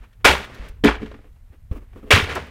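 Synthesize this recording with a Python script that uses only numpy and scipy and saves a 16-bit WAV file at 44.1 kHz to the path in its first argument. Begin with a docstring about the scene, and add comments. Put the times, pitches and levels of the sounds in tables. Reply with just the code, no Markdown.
"""Fence boards lying on pavement break under three heavy blows: resonant noise and brief ringing fragments make
the splintering, and damped panel modes the boom. Loose pieces knock as short cracks and rattle as coloured noise.
Low damped swings are the thuds of blows and steps; swelling noise is feet scuffing on the boards. Wind rumbles
on the microphone as slowly varying low noise, over a steady hiss, and the input overloads."""
import sys
import numpy as np
from scipy import signal
from scipy.fft import rfft, irfft, next_fast_len
from scipy.io import wavfile
from scipy.ndimage import uniform_filter1d, map_coordinates

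SR = 44100
rng = np.random.default_rng(int(sys.argv[2]) if len(sys.argv) > 2 else 0)


def store_wav(level_fs):
    """Save 16-bit WAV to argv[1]."""
    pcm = np.round(np.clip(np.atleast_2d(level_fs), -1, 1) * 32767)
    wavfile.write(sys.argv[1], SR, pcm.T.astype(np.int16))


def rack_gain(trim_db):
    """Turn a fader trim in dB into the linear factor to multiply a signal by."""
    fader = np.asarray(trim_db, float)
    return 10 ** (fader / 20)


N = 110250  # samples

# All spectra are relative: the noise they colour is brought to rms 1 afterwards.
# Wind strength before gusts: (time [s], level [dB])
WIND_LEVEL = [(0.0, -53), (0.44, -42), (0.65, -46.5), (0.99, -38.5), (1.32, -50), (1.5, -54.5),
              (2.19, -36.5), (2.5, -53)]
# Wind rumble spectrum: (frequency [Hz], density [dB per Hz])
WIND_SPECTRUM = [(12, -28), (20, 7.5), (97, -2.5), (130, -13.5), (162, -19), (250, -21), (320, -55),
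                 (550, -120)]
# Hiss spectrum: (frequency [Hz], density [dB per Hz])
HISS_SPECTRUM = [(88, -28.5), (150, -3), (280, -19), (960, -12), (1040, -17.5), (5050, -27), (14800, -25),
                 (16000, -36.5)]
# Debris settling between the hits, one list per stretch, relative level: (time [s], level [dB])
DEBRIS_LEVEL = [
    [(0.0, -55.5), (0.23, -69.5)],
    [(0.4, -33.5), (0.42, -35), (0.478, -41.5), (0.532, -40.5), (0.664, -39.5), (0.82, -72)],
    [(0.97, -66), (1.018, -40.5), (1.246, -58.5), (1.308, -68.5), (1.556, -66.5), (1.69, -70)],
    [(1.8, -65.5), (1.912, -62), (1.998, -55), (2.09, -69)],
    [(2.22, -77), (2.274, -30), (2.384, -31.5), (2.5, -43.5)],
]
# Debris spectrum: (frequency [Hz], density [dB per Hz])
DEBRIS_SPECTRUM = [(71, -34), (120, 2.5), (196, -4.5), (246, -1.5), (327, -7), (493, -3.5), (773, -11),
                   (2020, -8.5), (16000, -46)]
# Ground thuds under blows and steps: (time [s], level [dB], settled pitch [Hz], t60 [s])
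GROUND_THUDS = [(.005, -33.5, 40, 0.2), (0.247, -14, 50, 0.088), (0.291, -16, 65, 0.32),
                (0.519, -34, 50, 0.093), (0.597, -23.5, 45.2, .2), (0.698, -32, 45, 0.14),
                (0.759, -37.5, 60, 0.1), (0.872, -17.5, 54, 0.44), (1.048, -35, 50, 0.5),
                (1.36, -39.5, 70, 0.16), (1.502, -32, 59.1, 0.088), (1.713, -7, 58.3, 0.041),
                (1.75, -25, 40, 0.18), (1.821, -30.5, 40, 0.11), (1.916, -31.5, 48, .15),
                (1.971, -35, 49.25, 0.23), (2.029, -38, 35.54, 0.26), (2.135, -3.5, 84.6, 0.12),
                (2.226, -15, 80, 0.14), (2.288, -29.5, 70, 0.9), (2.37, -36.5, 82, 0.81)]
# Soles on the boards: (middle [s], half length to 1/e [s], dull rub level [dB], grit level [dB])
SOLE_STROKES = [(.04, 0.019, -58.5, -52.5), (0.212, 0.015, -64.5, -65), (.78, 0.028, -63, -66.5),
                (1.265, .03, -58.5, -65.5), (1.367, 0.0088, -67, -65), (1.538, 0.027, -58, -63),
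                (1.727, 0.013, -43.5, -54), (1.766, 0.023, -42, -54.5), (1.827, 0.025, -53.5, -65),
                (1.936, 0.005, -57.5, -54.5), (1.976, .025, -47.5, -58), (2.036, .015, -49.5, -61.5),
                (2.081, 0.022, -47, -54)]
# Dull rub spectrum: (frequency [Hz], density [dB per Hz])
RUB_SPECTRUM = [(88, -51), (150, -7), (254, 0.5), (494, -4), (790, -22), (1120, -13.5), (2140, -31.5),
                (4320, -38), (16000, -37.5)]
# Grit spectrum: (frequency [Hz], density [dB per Hz])
GRIT_SPECTRUM = [(410, -31), (700, 4), (2630, 0), (4610, -17.5), (13300, -28), (14800, -22), (16000, -23)]
# Boards giving way and loose pieces landing, relative levels:
# (time [s], crack level [dB], treble tilt [dB per octave], panel level [dB], panel pitch [Hz])
SHORT_CRACKS = [(.128, -56.5, 3.5, -71, 294), (0.2496, 0, 2.5, -27, 423), (.44, -41, 5.5, -54, 400),
                (.544, -46.5, 6.5, -38, 300), (0.683, -49, 9, -38.5, 391), (0.843, -24.5, 7.5, -37, 391),
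                (.888, -20.5, -5, -40, 400), (0.951, -33, -2, -25, 394), (0.999, -59, -0.5, -30, 286),
                (1.018, -43, -3, -14, 245), (1.0276, -38, -0.5, -53, 299), (1.059, -38, -1, -32, 403),
                (1.113, -40.5, -2.5, -42, 390), (1.139, -43.5, -3, -30.5, 280), (1.188, -60, -8, -41, 311),
                (1.24, -55.5, -4.5, -43, 410), (1.325, -67.5, 5.5, -78, 300), (1.712, -45, 0.5, -27.5, 460),
                (1.757, -46.5, -5, -42.5, 470), (1.958, -52, -7, -34, 362), (2.029, -56, -5.5, -27, 293),
                (2.064, -61, 3.5, -29, 480), (2.112, -14.5, 2, -33, 330), (2.238, -25.5, 1, -26, 290),
                (2.351, -31, 6.5, -26, 510), (2.466, -51.5, 6, -49, 403)]
# Splintering wood spectrum: (frequency [Hz], density [dB per Hz])
WOOD_SPECTRUM = [(180, -30.5), (300, -5.5), (425, 4), (502, -2), (814, -6), (1640, -8.5), (3130, -7),
                 (5160, -19), (11900, -33), (16000, -40)]
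# Reference decay of splintering, scaled by a share for each crack: (frequency [Hz], t60 [s])
WOOD_DECAY = [(300, 0.36), (1100, 0.35), (3000, 0.32), (8000, 0.31), (15000, 0.3)]
# Board resonances: (centre [Hz], width [Hz], gain [dB])
BOARD_RESONANCES = [(874, 40, 2.5), (1059, 26, 3), (1167, 17, 7), (1425.5, 30, 6.5), (1500, 30, 1),
                    (1651, 10, 9.5), (1820, 45, 4), (2303, 53, 6.5), (2554, 26, 2), (3090, 40, -1.5),
                    (3288, 32, 4.5), (3344, 13, 2)]
# Panel modes before scatter: (frequency [Hz], relative level [dB], t60 [s])
PANEL_MODES = [(135, -6, .14), (172, -5, .13), (224, 0, .13), (283, 0, .12), (370, -6, .12), (426, 0, .15),
               (508, -4, .12), (650, -7, .1)]
# Boards breaking, at each blow and again as the pieces give way: (time [s], relative splintering level [dB],
# hold [s], share of WOOD_DECAY [1], treble tilt [dB per octave], central splinter pitch [Hz])
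BREAKS = [(.2445, -5.5, 0.022, 0.86, 1.5, 1388), (.4, -40.5, .05, 0.33, 1.5, 3500),
          (0.837, -16.5, 0.027, 0.75, -1.5, 2230), (0.871, -22, 0.022, .25, -1, 2600),
          (2.105, -5, 0.013, 0.94, 1.33, 2365), (2.29, -29.5, 0.033, 0.45, 0, 2000),
          (2.354, -25.5, 0.017, .35, -2.5, 1300)]
# Panel booming under the blows: (time [s], relative level [dB], most driven pitch [Hz], contact push [s])
PANEL_BOOMS = [(0.2433, -14, 406, 0.054), (0.299, -20.5, 140, .04), (.838, 1, 262.2, 0.016),
               (2.106, -16.5, 421, 0.026), (2.149, -12.5, 165, .03)]


def unit(x):
    """Normalisation: division by the root mean square gives rms 1."""
    return x / np.sqrt(np.mean(x ** 2) + 1e-20)


def along(points, hz):
    """Logarithmic frequency scale: (Hz, value) points joined by straight lines."""
    f, v = np.transpose(points)
    return np.interp(np.log(hz + 1), np.log(f + 1), v)


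def curve(rows):
    """Linear interpolation: (s, value) rows give one value per sample."""
    s, v = np.transpose(rows)
    return np.interp(np.arange(N) / SR, s, v)


def wobble(rate):
    """Spline interpolation: random knots, rate of them a second, make a smooth curve."""
    knots = rng.standard_normal(400)
    return map_coordinates(knots, [np.arange(N) * rate / SR])


def coloured(x, points):
    """Linear filtering: x takes on a (Hz, dB) spectrum, at rms 1."""
    m = next_fast_len(len(x) + 8192)
    gain = rack_gain(along(points, np.fft.rfftfreq(m, 1 / SR)))
    return unit(irfft(rfft(x, m) * gain, m)[:len(x)])


def snaps(size, share):
    """Impulsive excitation: sparse snaps of uneven strength over a bed of white noise."""
    hit = rng.random(size) < .05
    strength = rack_gain(2.5 * rng.exponential(size=size).clip(0, 3))
    sparse = unit(hit * rng.standard_normal(size) * strength)
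    return share * sparse + rng.standard_normal(size)


def add(out, s, x):
    """Superposition: x is summed into out from time s."""
    part = out[round(s * SR):][:len(x)]
    part += x[:len(part)]


def wind():
    """Turbulent pressure: low noise whose level wanders in gusts."""
    gust_db = 4 * wobble(29)
    return rack_gain(curve(WIND_LEVEL) + gust_db) * coloured(rng.standard_normal(N), WIND_SPECTRUM)


def hiss():
    """Stationary noise: a fixed spectrum at constant level."""
    return rack_gain(-70.5) * coloured(rng.standard_normal(N), HISS_SPECTRUM)


def rattle():
    """Many small impacts: fine debris and grit as snapping noise in uneven clumps."""
    level_db = curve(np.concatenate(DEBRIS_LEVEL)) - 4.0 + 0.88 * wobble(30)
    return rack_gain(level_db) * coloured(snaps(N, share=0.57), DEBRIS_SPECTRUM)


def thuds():
    """Damped oscillation: landing weight sets off a low swing whose pitch sags."""
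    out, t = np.zeros(N), np.arange(SR // 2) / SR
    sagging_t = t + .004 * (1 - np.exp(-t / .03))  # runs fast at first, so the pitch starts high
    onset = 1 - np.exp(-t / 0.0013)
    for s, db, hz, t60 in GROUND_THUDS:
        swing = np.sin(2 * np.pi * hz * sagging_t)
        add(out, s, -rack_gain(db - 60 * t / t60) * swing * onset)
    return out


def scuffs():
    """Sliding friction: strokes of dull rub and grit under the sole swell and fade."""
    t = np.arange(N) / SR
    rub, grit = np.zeros(N), np.zeros(N)
    for s, half, rub_db, grit_db in SOLE_STROKES:
        stroke = np.exp(-((t - s) / half) ** 2)
        rub += rack_gain(rub_db) * stroke
        grit += rack_gain(grit_db) * stroke
    rub = rub * coloured(snaps(N, share=0.91), RUB_SPECTRUM)
    grit = grit * coloured(snaps(N, share=0.66), GRIT_SPECTRUM)
    return rack_gain(0.61 * wobble(64)) * (rub + grit)


def splinters(size, centre_hz):
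    """Free vibration: fragments of scattered pitch and size ring for a few cycles."""
    spread_octaves, ring_cycles = .6, 7  # 30 dB of decay in ring_cycles
    dull_db = 18  # loss per octave above 3 kHz
    count = size // 70
    start = (rng.random(count)[:, None] * size).astype(int)
    hz = centre_hz * 2 ** (spread_octaves * rng.standard_normal(count)[:, None])
    weight_db = 2 * rng.exponential(size=count).clip(0, 3)[:, None]
    k = np.arange(400)
    cycles = hz * k / SR
    dulling_db = dull_db * np.log2(np.maximum(hz / 3000, 1))
    level = rack_gain(weight_db - dulling_db - 30 * cycles / ring_cycles)
    grains = level * np.sin(2 * np.pi * cycles) * (1 - np.exp(-cycles))
    return unit(np.bincount((start + k).ravel(), grains.ravel(), size)[:size])


def through_board(x):
    """Resonance: the board's modes stand out of whatever shakes it."""
    f = np.fft.rfftfreq(2 * len(x), 1 / SR)
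    gain = 1
    for c, width, db in BOARD_RESONANCES:
        gain = gain + (rack_gain(db) - 1) * 1j * f * width / (c * c - f * f + 1j * f * width)
    return unit(irfft(rfft(x, 2 * len(x)) * gain)[:len(x)])


def crack(hold_s, tilt_db, shorter, splinter_hz, size):
    """Fracture noise: splintering holds, then dies at a rate set by frequency, in patches."""
    attack_s, splinter_share, patch_db = 0.0012, .9, 1.7
    fibres = coloured(snaps(size, share=0.67), WOOD_SPECTRUM)
    fibres = fibres + splinter_share * splinters(size, splinter_hz)
    hz, t, z = signal.stft(through_board(fibres), SR, nperseg=128)
    patches = uniform_filter1d(rng.standard_normal(z.shape), size=3, axis=0)  # across frequency
    patches = unit(uniform_filter1d(patches, size=5, axis=1))  # and along time
    hz = hz[:, None]
    tilt = tilt_db * np.log2((hz + 100) / 2000)
    decay = 60 * np.maximum(t - hold_s, 0) / (shorter * along(WOOD_DECAY, hz))
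    db = tilt - decay + patch_db * patches
    x = signal.istft(z * rack_gain(np.clip(db, -150, 40)), SR, nperseg=128)[1][:size]
    return x * (1 - np.exp(-np.arange(size) / SR / attack_s)) ** 2


def panel(centre_hz, push_s, size):
    """Modal excitation: modes near a pitch sound while the contact pushes, then decay."""
    drive_octaves = 0.6  # how widely a contact drives the modes
    scatter_db, attack_s = 5, .004
    t = np.arange(size) / SR
    ring = np.zeros(size)
    for hz, db, t60 in PANEL_MODES:
        level_chance, pitch_chance = rng.random(2)
        scattered_db = db + scatter_db * (level_chance - 2.0)
        off_pitch_db = 4.3 * (np.log2(hz / centre_hz) / drive_octaves) ** 2
        decay_db = 60 * np.maximum(t - push_s, 0) / t60
        scattered_hz = hz * (1 + .03 * (pitch_chance - .5))
        ring += rack_gain(scattered_db - off_pitch_db - decay_db) * np.sin(2 * np.pi * scattered_hz * t)
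    return ring * (1 - np.exp(-t / attack_s))


def knocks():
    """Brief impact: a short crack excites a little of the panel."""
    hold_s, shorter, splinter_hz, size = 0.0027, 0.17, 1550, SR // 8
    out = np.zeros(N)
    for s, db, tilt_db, panel_db, hz in SHORT_CRACKS:
        add(out, s, rack_gain(db) * crack(hold_s, tilt_db, shorter, splinter_hz, size))
        add(out, s, rack_gain(panel_db) * panel(hz, hold_s, size))
    return out


def blows():
    """Fracture under impact: breaking boards splinter and the struck panel booms."""
    out = np.zeros(N)
    for s, db, hold_s, shorter, tilt_db, hz in BREAKS:
        add(out, s, rack_gain(db) * crack(hold_s, tilt_db, shorter, hz, size=SR // 3))
    for s, db, hz, push_s in PANEL_BOOMS:
        add(out, s, -rack_gain(db) * panel(hz, push_s, size=SR // 2))
    return out


def scene():
    """Superposition: all sources add at one microphone."""
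    return (wind() + hiss() + rattle() + thuds() + scuffs() + knocks() + blows())[None]


def low_pass(x):
    """Removes everything above the highest recorded frequency."""
    return signal.sosfilt(signal.butter(12, 16670, fs=SR, output="sos"), x)


def record(dry):
    """Saturation and band limiting: the input overloads, then the band ends."""
    ceiling, hardness, top_hz = .73, 6, 15800  # ceiling in full-scale units
    x = dry / (1 + np.abs(dry / ceiling) ** hardness) ** (1 / hardness)
    x = irfft(rfft(x) * (np.fft.rfftfreq(N, 1 / SR) < top_hz), N)
    return low_pass(x)


dry = scene()
out = record(dry)
store_wav(out)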